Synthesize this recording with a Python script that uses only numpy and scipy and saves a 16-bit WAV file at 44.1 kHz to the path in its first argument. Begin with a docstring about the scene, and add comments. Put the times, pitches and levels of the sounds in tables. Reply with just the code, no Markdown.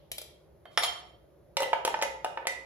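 """Stirring a full glass jar in a quiet kitchen

Small clicks at the side, then a spoon is picked off a china plate with knocks and a short skid;
from 1.6 s it knocks and rattles inside a full glass jar while a drink is stirred. Each blow is a noise
burst with short dying sines, and the spoon and glass ring on longer. Rumble, hiss and noise-tail
room sound lie around them, heard through two unlike microphone ports."""
import sys
import numpy as np
from scipy import signal
from scipy.fft import rfft
from scipy.io import wavfile
from scipy.ndimage import uniform_filter1d

SR = 44100
rng = np.random.default_rng(int(sys.argv[2]) if len(sys.argv) > 2 else 0)


def bounce(signal):
    """Save signal as a 16-bit WAV file at the path given by the first command-line argument."""
    frames = np.transpose(np.atleast_2d(signal))
    limited = np.clip(frames, -1, 1)
    pcm = np.round(limited * 32767).astype(np.int16)
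    wavfile.write(sys.argv[1], SR, pcm)


N = 116865


def amp(db):
    """Amplitude factor of a level in dB."""
    return 10 ** (np.asarray(db) / 20)


def evened(x):
    """Scale to an RMS of one."""
    return x / np.sqrt(np.mean(x ** 2) + 1e-20)


def read(points, hz):
    """Read a curve of (Hz, value) points, straight between them on a log frequency axis."""
    f, value = np.transpose(points)
    return np.interp(np.log(hz + 1), np.log(f + 1), value)


def coloured(x, db):
    """Minimum-phase filter with the gain db(hz), so nothing sounds ahead of the blow."""
    hz = abs(np.fft.fftfreq(2048, 1 / SR))
    log_gain = np.log(amp(np.maximum(db(hz), -90)))
    taps = np.fft.ifft(np.exp(np.conj(signal.hilbert(log_gain)))).real
    return signal.oaconvolve(x, taps[:1024])[:len(x)]


def air():
    """Low appliance rumble and faint hiss in slowly drifting patches; an earlier click is dying away."""
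    # Each row: frequency in Hz, relative level in dB of the steady air.
    air_colour = [(25, -42.5), (48, -19), (64, 4), (80, -9.5), (155, -5), (260, -19.5), (350, -6),
                  (460, -11.5), (580, -4), (720, -18.5), (1100, -25.5), (3000, -38.5), (7000, -42.5),
                  (8600, -61), (10000, -40.5), (13400, -44), (16300, -53.5)]
    # Each row: frequency in Hz, left-right likeness (1 same, 0 unrelated, negative opposed).
    air_likeness = [(60, 0.94), (240, 0.65), (950, 0.35), (3770, 0.62), (15000, -0.42)]
    # Dying room sound of the earlier click. Each row: frequency in Hz, relative level in dB per Hz.
    fading_colour = [(1200, -40), (3200, -24), (5500, -36.5), (9000, -70)]
    steady_db, fading_db, fading_t60_s = -57.5, -34, 0.64
    patch_db = 1.3

    frames, hz = N // 1024 + 5, np.fft.rfftfreq(4096, 1 / SR)
    a, b, c, d, patches = rng.standard_normal((frames, 2049, 5)).T
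    patches = uniform_filter1d(patches, size=2, axis=1)  # over time
    patches = evened(uniform_filter1d(patches, size=24, axis=0))  # over frequency

    same = np.clip(read(air_likeness, hz), -1, 1)[:, None]
    left = a + 1j * b
    right = same * left + np.sqrt(1 - same ** 2) * (c + 1j * d)
    spectrum = np.array([left, right]) * amp(read(air_colour, hz)[:, None] + patch_db * patches)
    noise = signal.istft(spectrum, nperseg=4096, noverlap=3072)[1][:, :N]
    steady = amp(steady_db) * evened(noise)

    fading = np.array([coloured(x, lambda f: read(fading_colour, f)) for x in rng.standard_normal((2, N))])
    return steady + fading * amp(fading_db - 60 * np.arange(N) / SR / fading_t60_s)


def rung(modes, t):
    """Dying sines, a little different in pitch and level at each blow, wavering in the moving hand."""
    spread_db, flutter_db = 2.5, 4
    hz, db, t60 = np.transpose(modes)[:, :, None]
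    db = db + spread_db * rng.standard_normal(hz.shape)
    waver = uniform_filter1d(rng.standard_normal((len(hz), len(t))), size=400) * 20  # back to unit spread
    waver *= np.minimum(t / 0.03, 1)  # the waver sets in over 30 ms
    turns = hz * rng.uniform(0.997, 1.003, hz.shape) * t
    return (amp(db + flutter_db * waver - 60 * t / t60) * np.sin(2 * np.pi * turns)).sum(0)


def contact_burst(crack, crack_s, t):
    """Noise of the contact: a quick tick stands out of a burst that falls 60 dB in crack_s seconds."""
    rise_s, tick_s, tick_db = 0.0003, 0.0037, -5.5
    fall = amp(-60 * t / crack_s) + amp(tick_db - 20 * t / tick_s)  # the tick falls 20 dB in tick_s
    burst = rng.standard_normal(len(t)) * fall * (1 - np.exp(-t / rise_s))
    burst = coloured(burst, lambda f: read(crack, f))
    return burst / abs(burst).max()


def blow(levels_db, modes, crack, crack_db, crack_s, rings=()):
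    """A burst and short modes, shaded band by band by where the blow lands, and the long rings."""
    # Edges in Hz of the bands whose levels are set for each blow.
    edges_hz = np.array([400, 700, 1150, 2300, 4500, 8000, 16000])
    t, bands = np.arange(SR // 2) / SR, len(edges_hz) - 1
    sound = amp(crack_db) * contact_burst(crack, crack_s, t) + rung(modes, t)

    # Level of each band in the first 512 samples, brought to the level asked for.
    power = abs(rfft(sound[:512], 2048)) ** 2 / (512 * 1024)
    own_db = 10 * np.log10(np.add.reduceat(power, edges_hz * 2048 // SR)[:-1])
    middle_hz = np.sqrt(edges_hz[1:] * edges_hz[:-1])
    shade = list(zip(middle_hz, levels_db[:bands] - own_db))
    knock = coloured(sound, lambda f: read(shade, f))

    ringing = sum(amp(db) * rung(ring, t) for db, ring in zip(levels_db[bands:], rings))
    bass_cut = [(120, -26.5), (300, -12.5), (480, -2.5)]  # (Hz, dB)
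    return coloured(knock + ringing, lambda f: read(bass_cut, f))


def struck(hits, **body):
    """All the blows on one object, each computed afresh and laid at its own time."""
    out = np.zeros(N + SR)
    for s, db, *bands_db in hits:
        sound = blow(db + np.array(bands_db), **body)
        start = round(s * SR)
        out[start:start + len(sound)] += sound
    return out[:N]


def small_clicks():
    """Something small clicks: contact noise and short modes, with no long ring."""
    # Each row: start in seconds, reference level in dB, then six band levels in dB from it, low to high.
    hits = [(0.116, -20.5, -23.5, -37, -27.5, -15, -19, -11.5),
            (0.182, -23.5, -21, -31.5, -25, -11.5, -21, -12.5),
            (0.216, -30, -15.5, -31.5, -24, -20, -14.5, -13.5)]
    # Each row: frequency in Hz, level in dB before the band shading, t60 in seconds.
    modes = [(629, 1.5, 0.044), (2340, -10.5, 0.044), (4260, -6, 0.026), (5950, -10, 0.06),
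             (7500, -14, 0.012)]
    # Contact noise. Each row: frequency in Hz, relative level in dB per Hz.
    crack = [(180, -30.5), (300, -8.5), (740, 2.5), (1740, -9.5), (4010, 3), (9250, -2.5), (10800, -6),
             (15000, -15.5), (16300, -33)]
    return struck(hits, modes=modes, crack=crack, crack_db=11, crack_s=0.04)


def scrape(**body):
    """The spoon skids over the china: dense swarms of tiny blows, swelling and easing with the press."""
    # Each row: start in seconds, length in seconds, level in dB of the ticks at full press.
    skids = [(0.701, .075, -81.5), (0.821, 0.032, -43.5)]
    # Relative levels in dB of one tiny blow: six bands from low to high, then the low and high long ring.
    bands_db = [-13, 2.5, -4, 5.5, 1, -1, 1, -5.5]
    ticks_per_s = 1500

    t = np.arange(N) / SR
    press = np.zeros(N)
    for s, long_s, db in skids:
        progress = np.clip((t - s) / long_s, 0, 1)
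        press += amp(db) * np.sin(np.pi * progress ** 0.76)
    ticks = (rng.random(N) < ticks_per_s / SR) * rng.standard_normal(N) * press
    return signal.oaconvolve(ticks, blow(np.array(bands_db), **body))[:N]


def spoon_on_plate():
    """The spoon leaves the china: short plate modes and contact noise, the spoon ringing on, and skids."""
    # Each row: start in seconds, reference level in dB, then in dB from it six band levels, low to high,
    # and the levels of the low and the high long ring.
    hits = [(0.655, -35, -11, -17, -12, -25, -41.5, -32, -24, -42.5),
            (0.775, -5.5, -25.5, -20.5, -15.5, -15.5, -19.5, -34.5, -29.5, -28)]
    # Each row: frequency in Hz, level in dB before the band shading, t60 in seconds.
    modes = [(711, -2, .045), (1400, -3, .045), (1750, -6, .035), (2100, -3, .04), (3580, -1, .03),
             (5390, -2, .03), (6977, -14, .05), (7900, -18, .05)]
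    # Contact noise. Each row: frequency in Hz, relative level in dB per Hz.
    crack = [(180, -37), (300, -38.5), (648, -1.5), (2390, -6.5), (3570, -6), (4150, -9.5), (5330, -7.5),
             (10200, -26), (16300, -47)]
    # Low and high group of long rings. Each row: frequency in Hz, level in dB in its group, t60 in seconds.
    spoon_rings = [
        [(3140, -9.5, 0.18), (3157, 2, 0.31), (3280, -1, 0.14), (4393, -14, .15), (4463, -7.5, .28)],
        [(9270, -11.5, 0.24), (10390, -0.5, 0.19)],
    ]
    china = dict(modes=modes, crack=crack, crack_db=10, crack_s=0.058, rings=spoon_rings)
    return struck(hits, **china) + scrape(**china)


def spoon_in_jar():
    """The spoon knocks and rattles in the full jar: short modes and contact noise, the glass ringing on."""
    # Each row: start in seconds, reference level in dB, then in dB from it six band levels, low to high,
    # and the levels of the low and the high long ring.
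    hits = [(1.569, -11, -30, -13.5, -23.5, -12.5, -18, -21, -14.5, -21),
            (1.604, -15, -26, -15.5, -17.5, -34, -17, -23, -8, -20),
            (1.621, -22, -14.5, -5, -20, -11.5, -24, -13.5, -7.5, -17),
            (1.631, -19.5, -25, -9.5, -17.5, -12.5, -28, -18, -5, -14.5),
            (1.731, -12, -18, -4, -14, -19, -33, -38.5, -19.5, -37),
            (1.85, -11, -16.5, -18.5, -19.5, -16, -19.5, -20, -19, -26),
            (1.877, -19.5, -10.5, -4.5, -10.5, -15.5, -25, -18.5, -20.5, -32),
            (1.942, -22.5, -11.5, -2.5, -5, -15, -23.5, -53, -35, -28),
            (1.99, -35, -12, 4, -9, -25, -10, -45, -9, -12),
            (2.015, -35.5, -9.5, 7, -8, -0.5, -2, -26, -8.5, -27),
            (2.024, -15.5, -13.5, -21, -10, -14.5, -13.5, -17.5, -16.5, -10.5),
            (2.033, -25, -13, -0.5, -28, -14, -21, -11.5, -35, -13),
            (2.246, -16.5, -16.5, -7, -20, -18.5, -26, -25, -23.5, -58),
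            (2.262, -32, -7, -12, -2, -43, -38, -49, -8.5, -43),
            (2.374, -25.5, -15.5, -4.5, -6.5, -17, -33, -45, -13.5, -34),
            (2.454, -31, -7.5, -7, -18, -15, -53, -51, -44, -17),
            (2.47, -12.5, -24, -17.5, -20.5, -17, -18, -18.5, -16.5, -9.5),
            (2.538, -54, 0, -15, 2, -3, -23, -6, -30, 0)]
    # Each row: frequency in Hz, level in dB before the band shading, t60 in seconds.
    modes = [(686, 6.5, 0.019), (883.4, -3, 0.071), (930, 1.5, 0.041), (1264, 4, 0.013), (1504, -9, 0.07),
             (1770, -8, 0.082), (2482, -6.5, 0.046), (2840, -1.5, 0.035), (3120, -5, 0.034),
             (3516, -16, 0.057), (5500, -19.5, 0.071)]
    # Contact noise. Each row: frequency in Hz, relative level in dB per Hz.
    crack = [(120, -32), (200, -27.5), (782, 8.5), (1410, -6), (2040, 1.5), (8260, -15.5), (9060, -12.5),
             (10500, -21), (16300, -54)]
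    # Low and high group of long rings. Each row: frequency in Hz, level in dB in its group, t60 in seconds.
    glass_rings = [
        [(543.5, -1, 0.33), (572.8, -5.5, 0.24)],
        [(1962, -9, 0.43), (2029, -3, 0.22), (2137, -9.5, 0.22)],
    ]
    return struck(hits, modes=modes, crack=crack, crack_db=9.5, crack_s=0.03, rings=glass_rings)


def room(x):
    """Noise tails dying by band, partly shared by both sides in the bass; three tails take turns."""
    # Decay of the kitchen. Each row: frequency in Hz, t60 in seconds.
    decay = [(250, 0.74), (1000, 0.58), (4000, 0.46), (8000, 0.39), (14000, 0.25)]
    # Each row: frequency in Hz, left-right likeness (1 same, 0 unrelated, negative opposed).
    room_likeness = [(200, 0.55), (500, 0.63), (800, 0.21), (1200, -0.12), (3000, .1), (8000, 0.093)]
    rise_s, turns_per_s = 0.0036, 3.7

    out, turn = np.zeros((2, N)), np.arange(N) / SR * turns_per_s
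    for k in range(3):
        hz, t, (a, b) = signal.stft(rng.standard_normal((2, SR)), SR, nperseg=256)
        same = np.clip(read(room_likeness, hz), -1, 1)[:, None]
        spectrum = np.array([a, same * a + np.sqrt(1 - same ** 2) * b])
        spectrum = spectrum * amp(-60 * t / read(decay, hz)[:, None])
        tail = signal.istft(spectrum, SR, nperseg=256)[1]
        tail *= np.clip(np.arange(tail.shape[1]) / SR / rise_s, 0, 1)
        tail /= np.linalg.norm(tail[0])
        share = np.sqrt(2 / 3) * np.cos(np.pi * (turn + k / 3))  # the three powers add up to one
        out += signal.fftconvolve((x * share)[None], tail, axes=1)[:, :N]
    return out


def placed(x, pan_db, lag, wet_db):
    """Direct sound, pan_db louder and lag samples later on the left than on the right, and its room sound."""
    left = np.roll(x, lag) * amp(pan_db / 2)
    right = x * amp(-pan_db / 2)
    return np.array([left, right]) + amp(wet_db) * room(x)


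def scene():
    """Clicks, plate and jar, each at its place before the microphone, in the air of the kitchen."""
    clicks = placed(small_clicks(), pan_db=-1, lag=-5, wet_db=-5)
    plate = placed(spoon_on_plate(), pan_db=-0.1, lag=4, wet_db=-4)
    jar = placed(spoon_in_jar(), pan_db=0.6, lag=6, wet_db=-5)
    return clicks + plate + jar + air()


def record(dry):
    """The left port has a notch and a peak in the treble, the right one is dull; then the band limit."""
    # Each row: frequency in Hz, left-right difference in dB: above 0 it dulls the right, below 0 the left.
    ports = [(60, 0.5), (250, -2.6), (500, 4), (1000, -1.5), (2500, -3), (5000, 1.5), (6800, 4.5),
             (8300, 29), (11000, 23.5), (15000, 7.5)]
    # Further gain of the left port. Each row: frequency in Hz, gain in dB.
    left_port = [(6500, -1.5), (8200, 0), (8900, -22), (9500, -0.5), (10600, 7.5), (12500, 4)]
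    edge_hz = 16400
    left = coloured(dry[0], lambda f: read(left_port, f) + np.minimum(read(ports, f), 0))
    right = coloured(dry[1], lambda f: -np.maximum(read(ports, f), 0))
    band_limit = signal.firwin(511, edge_hz, window=("kaiser", 9), fs=SR)
    return signal.oaconvolve([left, right], band_limit[None], "same")


dry = scene()
out = record(dry)
bounce(out)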